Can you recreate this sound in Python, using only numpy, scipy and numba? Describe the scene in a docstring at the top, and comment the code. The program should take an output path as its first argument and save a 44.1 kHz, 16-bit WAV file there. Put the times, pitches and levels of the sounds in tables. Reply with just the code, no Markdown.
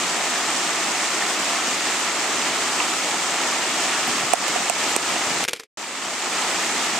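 """At a cave mouth, a hand-held camera's stereo microphones face a shallow stream running over rocks.
Countless small bubbles ring over the smooth rush of farther water, with a few splashes nearer by.
The hand rubs on the camera, fingers knock beside the right microphone, and the gain control ducks
after the hardest knocks. The recorder cuts off with a short rattle of switch clicks; after a moment
of silence it resumes quietly and its gain recovers."""
import sys
import numpy as np
from scipy import signal
from scipy.fft import rfft, irfft
from scipy.io import wavfile
from numba import njit

SR = 44100
rng = np.random.default_rng(int(sys.argv[2]) if len(sys.argv) > 2 else 0)


def inscribe(sig):
    """Save sig as 16-bit PCM at rate SR to the path in sys.argv[1].

    A 1-D sig is mono; a 2-D sig holds one channel per row.
    Samples are clipped to [-1, 1] before scaling.
    """
    pcm = np.round(np.clip(np.atleast_2d(sig).T, -1, 1) * 32767)
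    wavfile.write(sys.argv[1], SR, pcm.astype(np.int16))


N = 308259
TIME = np.arange(N) / SR
FREQS = np.maximum(np.fft.rfftfreq(N, 1 / SR), 1)
CUT_S, SILENCE_S, RESUME_S = 5.438, 5.671, 5.772

# the hand shifting its grip: start_s, length_s, level_db
GRIP_RUBS = [(3.978, 0.28, -40.5), (4.42, .65, -48), (5.218, .2, -40)]
# the rattle of switch clicks: start_s, level_db
RATTLE_CLICKS = [(5.4390, -15), (5.449, -20), (5.479, -22), (5.484, -15), (5.492, -21), (5.5085, -32),
                 (5.532, -13.5), (5.551, -37), (5.561, -33), (5.569, -35), (5.594, -38), (5.597, -27.5),
                 (5.6050, -36), (5.634, -37)]
# the rattle's spectrum: frequency_hz, level_db
RATTLE_SPECTRUM = [(30, -30), (150, -9), (400, -2), (800, -6.5), (2000, 0), (3700, -1.5), (6000, -5.5),
                   (8500, -9), (12000, -14.5), (14000, -29), (16000, -38)]
# resonances in the rattle's tail: centre_hz, width_hz, gain_db
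TAIL_RESONANCES = [(458, 180, 18.6), (2300, 850, 8.1), (3300, 400, 4), (5000, 500, 6.4)]
# fingers on the camera: start_s, thump_db, thump_hz, thump_t60_s, tick_db, left_minus_right_db
FINGER_KNOCKS = [(4.335, 7, 718, 0.025, 4.5, -26), (4.481, -10, 660, 0.016, -6, -9),
                 (4.559, -9, 725, 0.061, -22, -25), (4.6, -20, 215, .04, -30, 0),
                 (4.698, -3.5, 700, 0.039, 4, -20), (4.9638, 0.5, 403, 0.011, 4, -9),
                 (5.160, -16, 700, 0.061, -30, -9)]
# modes of the camera shell: pitch_hz, level_db, t60_s
SHELL_MODES = [(1050, -17, 0.0063), (2600, -13, 0.0051), (6850, -8, 0.0035), (8170, -7.5, 0.0099),
               (12200, -19, .002)]
# splashes nearer the microphones: start_s, plop_db, plop_hz, spray_db, spray_hz
NEAR_SPLASHES = [(1.223, -11.5, 1790, -31, 10500), (1.996, -26, 1180, -28, 10000),
                 (2.8017, -7, 2700, -16, 2110), (2.806, -16.5, 965, -25, 1200),
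                 (3.527, -19, 1190, -30, 10000), (4.076, -17.5, 760, -27, 11700)]
# the stream's spectrum: frequency_hz, level_db
WATER_SPECTRUM = [(15, -64.5), (25, -34), (134, -15), (180, -9.5), (326, -3), (439, -3), (796, 0),
                  (1160, -2), (1560, -1.5), (1890, -1.5), (4370, -8), (7510, -5.5), (11000, -26.5),
                  (13200, -27), (16000, -39.5)]
# peaks and dips from the hollows among the rocks: centre_hz, width_hz, gain_db
ROCK_HOLLOWS = [(188, 26, 2.5), (254, 37, 3), (328, 74, 2), (516, 158, -3), (714, 35, 1), (1257, 210, 2),
                (1573, 180, -3.5), (2740, 520, 0.5), (5800, 1500, -1), (8330, 960, 2)]
# the stream's stereo width: frequency_hz, side_minus_mid_db
STEREO_WIDTH = [(60, -12.5), (110, -16), (200, -28), (380, -19), (700, -15), (1290, -15.5), (2380, -7),
                (4400, -3), (8120, -3), (15000, -1)]
# imbalance of the two microphone ports: centre_hz, width_hz, left_minus_right_db
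MIC_PORTS = [(200, 300, 1), (450, 120, 2), (1100, 700, 0), (2890, 880, -3.5), (4800, 1200, 2),
             (9350, 1300, -6.5), (13000, 2700, 4.5)]
# brief surges of the flow: crest_s, gain_db
FLOW_SURGES = [(2.81, 0.68), (3.84, 1.3), (4.86, 0.96)]


def from_db(db):
    """Decibels to gain."""
    return 10 ** (np.asarray(db) / 20)


def unit_rms(x):
    """Scale to unit power."""
    return x / np.sqrt(np.mean(x ** 2) + 1e-20)


def contour(points):
    """A smooth dB curve through the points, on a log frequency axis."""
    hz, db = np.transpose(points)
    return np.interp(np.log(FREQS), np.log(hz), db)


def bumps(rows):
    """Bell-shaped peaks and dips, in dB at every frequency."""
    return sum(db * np.exp2(-(2 * (FREQS - hz) / width) ** 2) for hz, width, db in rows)


def colour(x, db):
    """Filter by a dB curve over frequency."""
    return irfft(rfft(x) * from_db(db), N)


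def band_pass(x, low_hz, high_hz):
    """Keep one band, with gentle edges."""
    return signal.sosfilt(signal.butter(2, [low_hz, high_hz], "band", fs=SR, output="sos"), x)


def drift(rate_hz):
    """A slow random wander with a spread of 1."""
    pole = np.exp(-80 * np.pi * rate_hz / SR)
    noise = rng.standard_normal(N // 40 + 2002)
    slow = signal.lfilter([1], [1, -2 * pole, pole * pole], noise)[2000:]
    return np.interp(np.arange(N) / 40, np.arange(len(slow)), unit_rms(slow))


def ring(force, hz, t60):
    """One resonant mode: a unit click sets it ringing at height 1."""
    radius = from_db(-60 / (t60 * SR))
    feedback = radius * np.cos(2 * np.pi * hz / SR)
    return signal.lfilter([1, -feedback], [1, -2 * feedback, radius ** 2], force + 1e-18)


def decay(start, t60, rise_s):
    """An envelope that rises quickly at start and dies away."""
    age = np.maximum(TIME - start, 0)
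    return -np.expm1(-age / rise_s) * np.exp(-np.minimum(np.log(1000) * age / t60, 50))


def tone(start, hz, t60, rise_s):
    """A damped sine."""
    return decay(start, t60, rise_s) * np.sin(2 * np.pi * hz * (TIME - start))


def grip(attack_s, release_s):
    """Skin creeps over the camera body with a faint, dull, uneven rub at each shift of the hand."""
    friction = rng.standard_normal(N) * from_db(3 * drift(25))
    rub = unit_rms(band_pass(friction, low_hz=130, high_hz=402))
    pressure = np.zeros(N)
    for start, length, db in GRIP_RUBS:
        press = (TIME - start) / attack_s
        let_go = (start + length - TIME) / release_s + 1
        pressure += from_db(db) * np.clip(np.minimum(press, let_go), 0, 1)
    return pressure * rub


def rattle(click_t60_s, tail_db, tail_t60_s):
    """Dry gritty switch clicks, dead centre, leave a hollow rustling tail that fades into the silence."""
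    snaps = sum(from_db(db) * decay(s, click_t60_s, rise_s=0.00064) for s, db in RATTLE_CLICKS)
    tails = sum(from_db(db + tail_db) * decay(s, tail_t60_s, rise_s=0.0025) for s, db in RATTLE_CLICKS)
    spectrum_db = contour(RATTLE_SPECTRUM)
    grit = unit_rms(colour(rng.standard_normal(N), spectrum_db))
    rustle = unit_rms(colour(rng.standard_normal(N), spectrum_db + bumps(TAIL_RESONANCES)))
    fade = np.clip((SILENCE_S - TIME) / 0.027, 0, 1)
    return np.sqrt(2) * (grit * snaps + rustle * tails) * fade


def knocks(contact_s):
    """Beside the right microphone a finger catches twice on the shell, which ticks; the body thumps."""
    out = np.zeros((2, N))
    for start, thump_db, thump_hz, t60, tick_db, left_db in FINGER_KNOCKS:
        force = np.zeros(N)
        force[[round(start * SR), round((start + contact_s) * SR)]] = 1, -.7
        tick = sum(from_db(db) * ring(force, hz, ring_s) for hz, db, ring_s in SHELL_MODES)
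        thump = tone(start + contact_s / 2, thump_hz, t60, rise_s=0.0007)
        out += (from_db(tick_db) * tick + from_db(thump_db) * thump) * from_db([[left_db], [0]])
    return band_pass(out, low_hz=230, high_hz=11950)


def splashes(plop_cycles, spray_t60_s):
    """Nearer the microphones, a larger bubble plops and throws a little spray."""
    out = np.zeros((2, N))
    for start, plop_db, plop_hz, spray_db, spray_hz in NEAR_SPLASHES:
        spray = unit_rms(band_pass(rng.standard_normal((2, N)), spray_hz / 1.08, spray_hz * 1.14))
        out += from_db(plop_db) * tone(start, plop_hz, plop_cycles / plop_hz, rise_s=0.00049)
        out += from_db(spray_db) * spray * decay(start, spray_t60_s, rise_s=.0003)
    return out


@njit
def chirps(starts, pitches, sizes, bearings, lives, glide):
    """Each bubble is a damped sine that rises in pitch; they add up as mid and side."""
    out = np.zeros((2, N))
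    for k, start in enumerate(starts):
        for i in range(min(int(lives[k] * SR), N - start)):
            age = i / (lives[k] * SR)
            phase = 2 * np.pi * pitches[k] * i / SR * (1 + glide * age)
            pressure = sizes[k] * np.exp(-np.log(1000) * age) * np.sin(phase)
            out[0, start + i] += pressure
            out[1, start + i] += pressure * bearings[k]
    return out


def bubbles(band_rate_per_s, ring_cycles, size_db, clump_db, glide):
    """Bubbles of all sizes ring briefly, each at its own pitch and bearing; mid and side."""
    out = np.zeros((2, N))
    edges_hz = np.geomspace(160, 15000, 15)
    for low, high in zip(edges_hz, edges_hz[1:]):
        # small bubbles are the more numerous; all come in clumps as the water tumbles
        per_s = band_rate_per_s * np.sqrt(low / 1000) * from_db(clump_db * drift(7))
        starts = np.flatnonzero(rng.random(N) < per_s / SR)
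        place, rank, bearing, sustain = rng.random((N, 4))[starts].T
        hz = low * (high / low) ** place
        polarity = (-1.) ** starts
        sizes = polarity * from_db(size_db * np.minimum(-np.log(rank + 1e-9), 4))
        lives_s = ring_cycles * (.5 + sustain) / hz
        band = chirps(starts, hz, sizes, (2 * bearing - 1) * np.sqrt(3), lives_s, glide)
        out += np.sqrt(high - low) * unit_rms(band)  # equal power per hertz
    return unit_rms(out)


def stream(level_db, rush_db, flutter_db):
    """Near bubbles over the even rush of farther water, coloured by the rocks and microphone ports."""
    babble = bubbles(band_rate_per_s=520, ring_cycles=13.1, size_db=1.5, clump_db=2.0, glide=.06)
    rush = from_db(rush_db) * rng.standard_normal((2, N))
    water = (babble + rush) * from_db(flutter_db * drift(13))
    mid, side = colour(water, contour(WATER_SPECTRUM) + bumps(ROCK_HOLLOWS))
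    side = colour(side, contour(STEREO_WIDTH))
    ports_db = bumps(MIC_PORTS) * np.array([[.5], [-.5]])
    left_right = colour(np.array([mid + side, mid - side]), ports_db)
    return from_db(level_db) * unit_rms(left_right)


def heard_level(surge_s, return_db, recover_db_per_s):
    """The flow surges slightly; the recorder cuts off, then resumes quietly as its gain recovers."""
    surge_db = sum(db * np.exp(-((TIME - crest) / surge_s) ** 2) for crest, db in FLOW_SURGES)
    recovery_db = np.minimum(return_db + recover_db_per_s * (TIME - RESUME_S), 0)
    resumed = np.clip((TIME - RESUME_S) / 0.0015, 0, 1)
    return (TIME < CUT_S) * from_db(surge_db) + resumed * from_db(recovery_db)


def scene():
    """Water and handling noise at the microphones; switch clicks mark the recorder's brief stop."""
    water = stream(level_db=-22.5, rush_db=1.5, flutter_db=0.34)
    water += splashes(plop_cycles=35, spray_t60_s=0.022)
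    clatter = rattle(click_t60_s=0.023, tail_db=-27.0, tail_t60_s=0.22)
    rubs = grip(attack_s=0.068, release_s=.08)
    level = heard_level(surge_s=.08, return_db=-9.5, recover_db_per_s=15.5)
    return (water + rubs) * level + knocks(contact_s=.0006) + clatter


def gain_control(x, threshold_db, release_db_per_s, attack_s):
    """Peaks over the threshold pull both channels down; the gain creeps back."""
    peak_db = 20 * np.log10(np.abs(x).max(axis=0) + 1e-9)
    over_db = np.maximum(peak_db - threshold_db, 0)
    release_db = release_db_per_s * TIME
    held_db = np.maximum.accumulate(over_db + release_db) - release_db
    pole = np.exp(-1 / (attack_s * SR))
    return x * from_db(-signal.lfilter([1 - pole], [1, -pole], held_db))


def record(dry):
    """The camera's input: gain control, overload at full scale, and a steep cut above 16 kHz."""
    ducked = gain_control(dry, threshold_db=-0.5, release_db_per_s=41, attack_s=0.0033)
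    top_cut = signal.ellip(10, .1, 80, 16000, fs=SR, output="sos")
    return signal.sosfilt(top_cut, np.clip(ducked, -1, 1))


dry = scene()
out = record(dry)
inscribe(out)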